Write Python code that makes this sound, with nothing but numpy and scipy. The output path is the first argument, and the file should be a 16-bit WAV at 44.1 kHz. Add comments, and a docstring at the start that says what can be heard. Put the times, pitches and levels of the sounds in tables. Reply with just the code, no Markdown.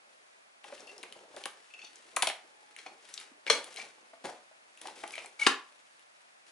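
"""Plastic parts tick and knock as hands fit a phone into the sprung clamp of a controller on a table.
Hard contacts are shaped noise bursts; soft bumps are brief decaying tones with a low rumble.
Fingers rub and rustle on the hollow case as gritty noise; the clamp scrapes, rings and squeaks, then snaps shut.
The sounds lie left of a small stereo microphone. A small furnished room answers with decaying noise tails.
Faint room tone and hiss lie under everything."""
import sys
import numpy as np
from scipy import signal
from scipy.fft import rfft, irfft, next_fast_len
from scipy.io import wavfile
from scipy.ndimage import map_coordinates

SR = 44100
rng = np.random.default_rng(int(sys.argv[2]) if len(sys.argv) > 2 else 0)


def convert_level_to_amplitude(level_db):
    """Map a level in decibels to its linear amplitude factor."""
    exponent = np.asarray(level_db, float) / 20
    return 10 ** exponent


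def digitize_waveform(pressure):
    """Quantize a signal to 16-bit integers and store it at the path in sys.argv[1].

    Rows of a 2-D input are taken as channels; values are limited to [-1, 1].
    """
    field = np.atleast_2d(pressure).T
    bounded = np.clip(field, -1, 1)
    quanta = np.round(bounded * 32767).astype(np.int16)
    wavfile.write(sys.argv[1], SR, quanta)


N = 287472

# modes of the hollow case on the table: (frequency [Hz], width [Hz], level [dB])
CASE_MODES = [(350, 220, -5.5), (564, 217, 0), (820, 245, 4.5), (1155, 510, 4), (1880, 1060, -1)]


def unit(x):
    """Scales to rms 1."""
    return x / np.sqrt(np.mean(np.abs(x) ** 2) + 1e-20)


def along(points, hz):
    """Interpolates (Hz, value) points on a log frequency axis."""
    f, v = np.transpose(points)
    return np.interp(np.log(hz + 1), np.log(f + 1), v)


def filtered(x, response):
    """Applies a complex response of frequency to x."""
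    m = 2 * next_fast_len(x.shape[-1] // 2 + 4096)
    spectrum = rfft(x, m) * response(np.fft.rfftfreq(m, 1 / SR))
    return irfft(spectrum, m)[..., :x.shape[-1]]


def causal(points):
    """Minimum-phase response through (Hz, dB) points: nothing sounds before a blow."""
    def response(hz):
        cepstrum = irfft(np.log(convert_level_to_amplitude(along(points, hz))))
        fold = np.r_[1, np.full(len(hz) - 2, 2), 1, np.zeros(len(hz) - 2)]
        return np.exp(rfft(cepstrum * fold))
    return response


def modes(table):
    """Causal sum of resonances (Hz, width Hz, dB) with alternating signs."""
    def response(f):
        total = 0
        for k, (c, w, db) in enumerate(table):
            total = total + (-1) ** k * convert_level_to_amplitude(db) * 1j * f * w / (c * c - f * f + 1j * f * w)
        return total
    return response


def pair(noise, alike):
    """Mixes two unrelated noises to a left-right likeness per frequency."""
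    def mid_side(hz):
        turn = np.arccos(np.clip(along(alike, hz), -1, 1)) / 2
        return np.array([np.cos(turn), np.sin(turn)])
    mid, side = filtered(noise, mid_side)
    return np.array([mid + side, mid - side])


def burst(noise, attack_s, decay_s):
    """A jolt and its chatter: noise of partly flattened spectrum, its energy set by the decay."""
    t = np.arange(len(noise)) / SR
    z = rfft(noise * (1 - np.exp(-t / attack_s)) * np.exp(-t / decay_s))
    chatter = irfft(z / np.abs(z) ** 0.55) * np.exp(-t / (3 * decay_s))
    return chatter / np.linalg.norm(chatter) * np.sqrt(decay_s * SR)


def add(track, start_s, sound):
    """Mixes a sound in at start_s."""
    part = track[round(start_s * SR):][:len(sound)]
    part += sound[:len(part)]


def room_tone():
    """Steady coloured noise, its left-right likeness varying with frequency."""
    # (frequency [Hz], relative level [dB])
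    colour = [(40, -34), (200, -16.5), (427, -15), (610, -5), (2180, -6), (2610, -7), (2830, -10),
              (9500, -18), (12400, -20)]
    # (frequency [Hz], left-right likeness [-1..1])
    likeness = [(60, 1), (220, -0.54), (840, -0.67), (3140, -0.58), (11800, 0.5)]
    noise = filtered(rng.standard_normal((2, N)), lambda hz: convert_level_to_amplitude(along(colour, hz)))
    return convert_level_to_amplitude(-58.5) * unit(pair(noise, likeness))


def room(x):
    """Each frequency dies at its own speed; hands move, so every 1/8 s of sound gets a fresh tail."""
    # reverberation: (frequency [Hz], t60 [s])
    t60 = [(200, 0.21), (1000, 0.36), (4000, .27), (10000, .22)]
    # (frequency [Hz], left-right likeness [-1..1])
    likeness = [(200, 0.93), (1000, 0.76), (4000, .4), (10000, 0.33)]
    out, step = np.zeros((2, N + SR)), SR // 8
    for a in range(0, N, step):
        hz, t, z = signal.stft(rng.standard_normal((2, SR // 2)), SR, nperseg=256)
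        decay = convert_level_to_amplitude(-60 * t / along(t60, hz)[:, None])
        noise = signal.istft(z * decay, SR, nperseg=256)[1]
        tail = pair(noise, likeness)
        tail *= 1 - np.exp(-np.arange(tail.shape[1]) / (0.00059 * SR))  # the first walls answer late
        wet = signal.fftconvolve(x[None, a:a + step], tail / np.linalg.norm(tail[0]), axes=1)
        out[:, a:a + wet.shape[1]] += wet
    return out[:, :N]


def from_left(x):
    """Direct sound: louder and earlier in the left channel, by amounts set per frequency."""
    # (frequency [Hz], left over right [dB], left leads by [rad])
    offsets = [(300, -0.5, 0.62), (1026, 1.5, 0.81), (3000, 6, 0.71), (9800, 4, 0.98)]
    f, left_db, lead_rad = np.transpose(offsets)
    side = np.array([[0.5], [-0.5]])

    def response(hz):
        gain = convert_level_to_amplitude(side * along(np.c_[f, left_db], hz))
        return gain * np.exp(1j * side * along(np.c_[f, lead_rad], hz))
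    return filtered(x, response)


def grit(knots_per_s, spread_db):
    """Stick-slip noise: its level in dB runs between random knots."""
    knots = rng.standard_normal(N)
    wander = map_coordinates(knots, [np.arange(N) * knots_per_s / SR], order=1)
    return rng.standard_normal(N) * convert_level_to_amplitude(spread_db * wander)


def strokes(t, fade_db_per_s, column):
    """Gain of one layer (column 2 rub, 3 rustle): a slow ground plus strokes that rise, hold and fade."""
    # hands shifting on the case: (time [s], dull rub [dB], bright rustle [dB])
    ground = [(0, -78, -76), (0.1, -69.5, -68.5), (0.3, -82.5, -66.5), (0.62, -82, -85),
              (0.8, -58.5, -58.5), (1.2, -63, -62), (1.55, -74.5, -63.5), (2.12, -69.5, -58.5),
              (2.55, -70.5, -67), (2.9, -76.5, -62), (3.0, -78, -63.5), (3.45, -76, -70.5),
              (4.1, -71, -65.5), (4.6, -82, -68), (4.76, -72, -63.5), (5.75, -76.5, -65), (6.1, -86, -68.5),
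              (6.4, -81, -70.5)]
    # finger strokes: (start [s], hold incl. attack [s], dull rub [dB], bright rustle [dB])
    stroke_rows = [(0.632, 0.049, -67, -55), (0.704, 0.073, -66.5, -57.5), (1.127, 0.027, -77, -78),
                   (1.299, 0.05, -58.5, -70), (1.359, 0.017, -57, -49), (1.806, 0.063, -79, -72),
                   (2.772, 0.017, -69, -52.5), (2.856, 0.015, -53, -62), (3.006, 0.0078, -78, -57),
                   (3.081, 0.12, -77, -59), (3.18, 0.023, -65, -52), (3.457, 0.021, -45.5, -46),
                   (3.498, 0.033, -43, -33), (3.625, 0.19, -60, -55.5), (3.773, 0.03, -65, -48.5),
                   (3.83, 0.02, -67, -60), (4.237, 0.031, -44, -43), (4.808, 0.053, -62.5, -55.5),
                   (4.85, 0.011, -51, -50), (4.95, 0.091, -62.5, -55.5), (5.072, 0.16, -61.5, -54.5),
                   (5.389, 0.048, -65, -36.5), (6.456, 0.032, -79, -63.5)]
    attack_s = 0.011
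    gain = convert_level_to_amplitude(np.interp(t, *np.transpose(ground)[[0, column - 1]]))
    for row in stroke_rows:
        u = t - row[0]
        fade_db = fade_db_per_s * np.maximum(u - row[1], 0)
        gain = gain + np.clip(u / attack_s, 0, 1) * convert_level_to_amplitude(row[column] - fade_db)
    return gain


def fingers():
    """Skin drags on the case: a dull grainy rub in its resonances and a gritty rustle with ticks."""
    # rustle colour: (frequency [Hz], level [dB])
    rustle_colour = [(600, -15), (1500, 1.5), (3000, 1), (6000, -1.5), (11000, -5)]
    ticks_per_s, tick_gain_db, tick_spread_db, tick_decay_s = 60, 4, 5, 0.0021
    t = np.arange(N) / SR

    def soft_case(hz):
        return modes(CASE_MODES)(hz) / (1 + (hz / 750) ** 4)  # soft skin: no treble
    rub = unit(filtered(grit(110, 5), soft_case))
    rustle = unit(filtered(grit(120, 3), causal(rustle_colour)))
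    # skin lets go with tiny ticks
    ticks = (rng.random(N) < ticks_per_s / SR) * convert_level_to_amplitude(tick_spread_db * rng.standard_normal(N))
    envelope = signal.lfilter([1], [1, -np.exp(-1 / (tick_decay_s * SR))], ticks)
    chatter = envelope * rng.standard_normal(N)
    rustle = rustle + convert_level_to_amplitude(tick_gain_db) * filtered(chatter, causal(rustle_colour))
    return rub * strokes(t, 215, column=2) + rustle * strokes(t, 249, column=3)


def squeaks():
    """Under load the clamp or case sings one mode: a tone swells and dies, wavering in strength."""
    # (start [s], length [s], frequency [Hz], level [dB])
    tones = [(2.5, 0.32, 840, -65.5), (5.394, 0.049, 866, -48), (5.407, 0.047, 2890, -41.5),
             (5.393, 0.012, 2260, -32.5), (5.412, 0.024, 2220, -20.5), (5.446, 0.011, 2250, -31)]
    out = np.zeros(N)
    for start_s, length_s, hz, db in tones:
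        t = np.arange(round(length_s * SR)) / SR
        swell = np.sin(np.pi * t / length_s)
        add(out, start_s, convert_level_to_amplitude(db) * swell * np.sin(2 * np.pi * hz * t))
    waver = map_coordinates(rng.standard_normal(N), [np.arange(N) * 60 / SR])
    return out * convert_level_to_amplitude(2.0 * waver)


def clamp():
    """Each slip rings the clamp at its own lowest mode; the upper modes follow that pitch weakly."""
    # slips: (time [s], level before gain [dB], lowest mode [Hz], upper modes [dB])
    slips = [(0.8724, -44, 2710, -6), (0.891, -42, 2700, -14), (1.704, -48, 2600, -10),
             (1.7371, -36.5, 2650, -15), (1.7906, -38.5, 2510, -12), (1.8154, -38, 2610, -8),
             (1.8438, -45, 2850, 3.5), (1.8674, -49.5, 2500, 4.5), (2.7866, -42, 2070, -4),
             (2.8625, -40, 2450, -5), (3.473, -24, 2240, -13), (3.4989, -17.5, 2256, 2),
             (3.7685, -34.5, 2210, -2.5), (3.795, -33, 2344, -22), (3.8112, -34.5, 2420, -6),
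             (5.1362, -35, 2340, -13), (5.1539, -36.5, 2320, -22), (5.1791, -31, 2404, -18),
             (5.259, -43, 2270, -6.5)]
    # upper modes when the lowest is 2250 Hz: (frequency [Hz], width [Hz], level over lowest [dB])
    upper_modes = [(3360, 73, -1.5), (4200, 94, -0.5), (5570, 100, -4.5), (6260, 140, -8.5)]
    # a harder slip chatters longer: (level before gain [dB], decay [s])
    slip_decay = [(-46.5, 0.008), (-20, 0.014)]
    gain_db, lowest_width_hz = 13.5, 90
    out = np.zeros(N)
    for (s, db, hz, upper_db), noise in zip(slips, rng.standard_normal((len(slips), 4096))):
        upper = [(c * (hz / 2250) ** 0.27, w, level + upper_db) for c, w, level in upper_modes]
        decay_s = np.interp(db, *np.transpose(slip_decay))
        ring = modes([(hz, lowest_width_hz, 0)] + upper)
        add(out, s, convert_level_to_amplitude(db) * filtered(burst(noise, 0.00054, decay_s), ring))
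    return convert_level_to_amplitude(gain_db) * out


def knocks():
    """Soft bumps: a pushed panel rings briefly, low ones longer, and the whole case rumbles with it. The two
    rows near 1.6 kHz, at 1.034 s and 1.4555 s, instead give a narrow ring to the hard cracks there."""
    # (time [s], level [dB], frequency [Hz])
    bumps = [(0.644, -38, 816), (0.7, -42, 755), (0.723, -34.5, 566), (0.927, -44.5, 428),
             (1.034, -36, 1580), (1.225, -54, 706), (1.367, -33.5, 605), (1.4555, -25, 1627),
             (1.457, -59, 807), (2.167, -19, 1215), (2.228, -16.5, 760), (2.272, -22, 678),
             (2.296, -27.5, 800), (2.861, -34, 768), (3.315, -47, 279), (3.499, -11, 817),
             (3.499, -16, 1490), (3.502, -18, 450), (3.786, -33.5, 770), (4.133, -39.5, 666),
             (4.247, -29.5, 800), (4.25, -33, 147), (4.257, -33, 780), (4.288, -32, 723), (4.512, -47, 650),
             (4.854, -31, 780), (4.881, -32.5, 890), (5.036, -23.5, 820), (5.177, -33, 648),
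             (5.244, -36, 747), (5.465, -13.5, 256), (5.467, -11, 380)]
    # a firmer push stays on the panel and damps it: (level [dB], decay at 750 Hz [s])
    bump_decay = [(-31.5, 0.0046), (-20, 0.0037), (-8, 0.0021)]
    panel, rumble, t = np.zeros(N), np.zeros(N), np.arange(4096) / SR
    for (s, db, hz), noise in zip(bumps, rng.standard_normal((len(bumps), len(t)))):
        decay_s = np.interp(db, *np.transpose(bump_decay))
        envelope = (1 - np.exp(-t / 0.0022)) * np.exp(-t / decay_s * (hz / 750) ** 0.37)
        add(panel, s, convert_level_to_amplitude(db) * envelope * np.sin(2 * np.pi * hz * t))
        rumble_db = db + np.interp(db, [-50, -15], [-4, 3])
        add(rumble, s, convert_level_to_amplitude(rumble_db) * burst(noise, 0.003, decay_s))
    panel = filtered(panel, causal([(100, -15.0), (250, 0.0)]))  # a small panel radiates no bass
    return panel + filtered(rumble, modes(CASE_MODES))


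def taps():
    """Each hard contact is a short crack around its own pitch, lumped by the part's modes, with some treble."""
    # (time [s], crack level [dB], crack pitch [Hz], treble over crack [dB])
    contacts = [(0.642, -34, 2730, -28), (0.7784, -36.5, 2730, -26), (0.805, -36, 5600, -20),
                (0.87, -42, 5030, -6), (0.9795, -35, 5460, -12), (1.0297, -30.5, 3140, -10),
                (1.034, -30, 2300, -12), (1.124, -32, 3100, -8.5), (1.364, -33, 3600, -8),
                (1.4375, -28, 3200, -16), (1.4554, -24.5, 2960, -4.5), (1.957, -35.5, 6200, -28),
                (2.1627, -27.5, 3000, 7.5), (2.1654, -20, 2500, -1.5), (2.222, -13, 2620, -4.5),
                (2.2315, -21, 2500, -12), (2.2708, -16.5, 3300, -8.5), (2.2835, -29, 3320, -5),
                (2.2882, -24, 3300, -10), (2.2983, -22, 2280, -14), (2.7636, -32, 2330, -9),
                (2.7868, -35, 2250, -14), (2.8635, -36, 2500, -26), (3.0883, -45, 1860, -2),
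                (3.139, -35.5, 3400, -1), (3.1398, -29, 5730, -9), (3.1762, -25, 3720, -24),
                (3.2001, -34, 2160, -3.5), (3.4653, -22.5, 2120, -31), (3.499, -14.5, 3300, -7),
                (3.6423, -32.5, 3430, -1.5), (3.7417, -36.5, 2670, -3), (3.761, -31, 2900, -4.5),
                (3.888, -44, 6120, -19), (4.774, -40.5, 2700, -8), (4.8146, -38, 3360, 3),
                (4.8712, -29, 3150, -8.5), (5.036, -28, 1370, -20), (5.0768, -34.5, 3130, -3),
                (5.121, -44, 7000, 4.5), (5.1546, -28.5, 2350, -10), (5.1795, -25.5, 2280, -35),
                (5.2593, -49, 2250, 12), (5.458, -27, 1780, -18), (5.465, -9, 2800, -22),
                (5.468, -8.5, 1400, -15.5), (5.471, -14.5, 4400, -14), (5.994, -45.5, 2940, -5.5)]
    # modes of a struck part: (multiple of crack pitch [1], level over broad crack [dB])
    part_modes = [(0.72, 2.5), (1, 7.5), (1.32, 5.5), (1.74, 5)]
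    # treble colour: (frequency [Hz], level [dB])
    treble_colour = [(3500, -38.5), (6000, 0), (8000, 3), (11000, 7)]
    part_width_hz = 265
    out = np.zeros(N)
    for (s, db, hz, treble_db), noise in zip(contacts, rng.standard_normal((len(contacts), 2, 1024))):
        width_hz = hz * np.interp(db, [-35, -10], [0.6, 1.5])  # harder blows shake more of the part
        decay_s = np.interp(db, [-32, -10], [0.0012, 0.004])  # and rattle on for longer
        part = modes([(k * hz, part_width_hz, level) for k, level in part_modes])
        broad = modes([(hz, width_hz, -1.5)])
        crack = filtered(burst(noise[0], 0.0008, decay_s), lambda f: broad(f) ** 2 * (1 + np.abs(part(f))))
        treble = filtered(burst(noise[1], 0.00049, 1.03 * decay_s), causal(treble_colour))
        add(out, s, convert_level_to_amplitude(db) * (crack + convert_level_to_amplitude(treble_db) * treble))
    return out


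def scene():
    """Direct sound from the left, the room's answer and the room tone under them."""
    hard = taps() + clamp()
    soft = knocks() + fingers()
    sung = squeaks()
    direct = from_left(hard + soft + sung)
    reverb = room(convert_level_to_amplitude(-4.0) * hard + convert_level_to_amplitude(-5.5) * soft + convert_level_to_amplitude(-8) * sung)
    return direct + reverb + room_tone()


def roll_off(x):
    """The treble ends steeply here."""
    return signal.sosfilt(signal.butter(12, 12370, fs=SR, output="sos"), x)


def record(dry):
    """A thin microphone: weak bass and a steep band limit above 11 kHz."""
    # (frequency [Hz], gain [dB])
    mic_response = [(30, -8.5), (150, -4), (230, 0.5), (400, 1.5), (9000, -4.5), (10900, -4), (11200, -23),
                    (12500, -64), (16000, -58), (22000, -59)]
    mix = filtered(dry, causal(mic_response))
    return roll_off(mix)


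dry = scene()
out = record(dry)
digitize_waveform(out)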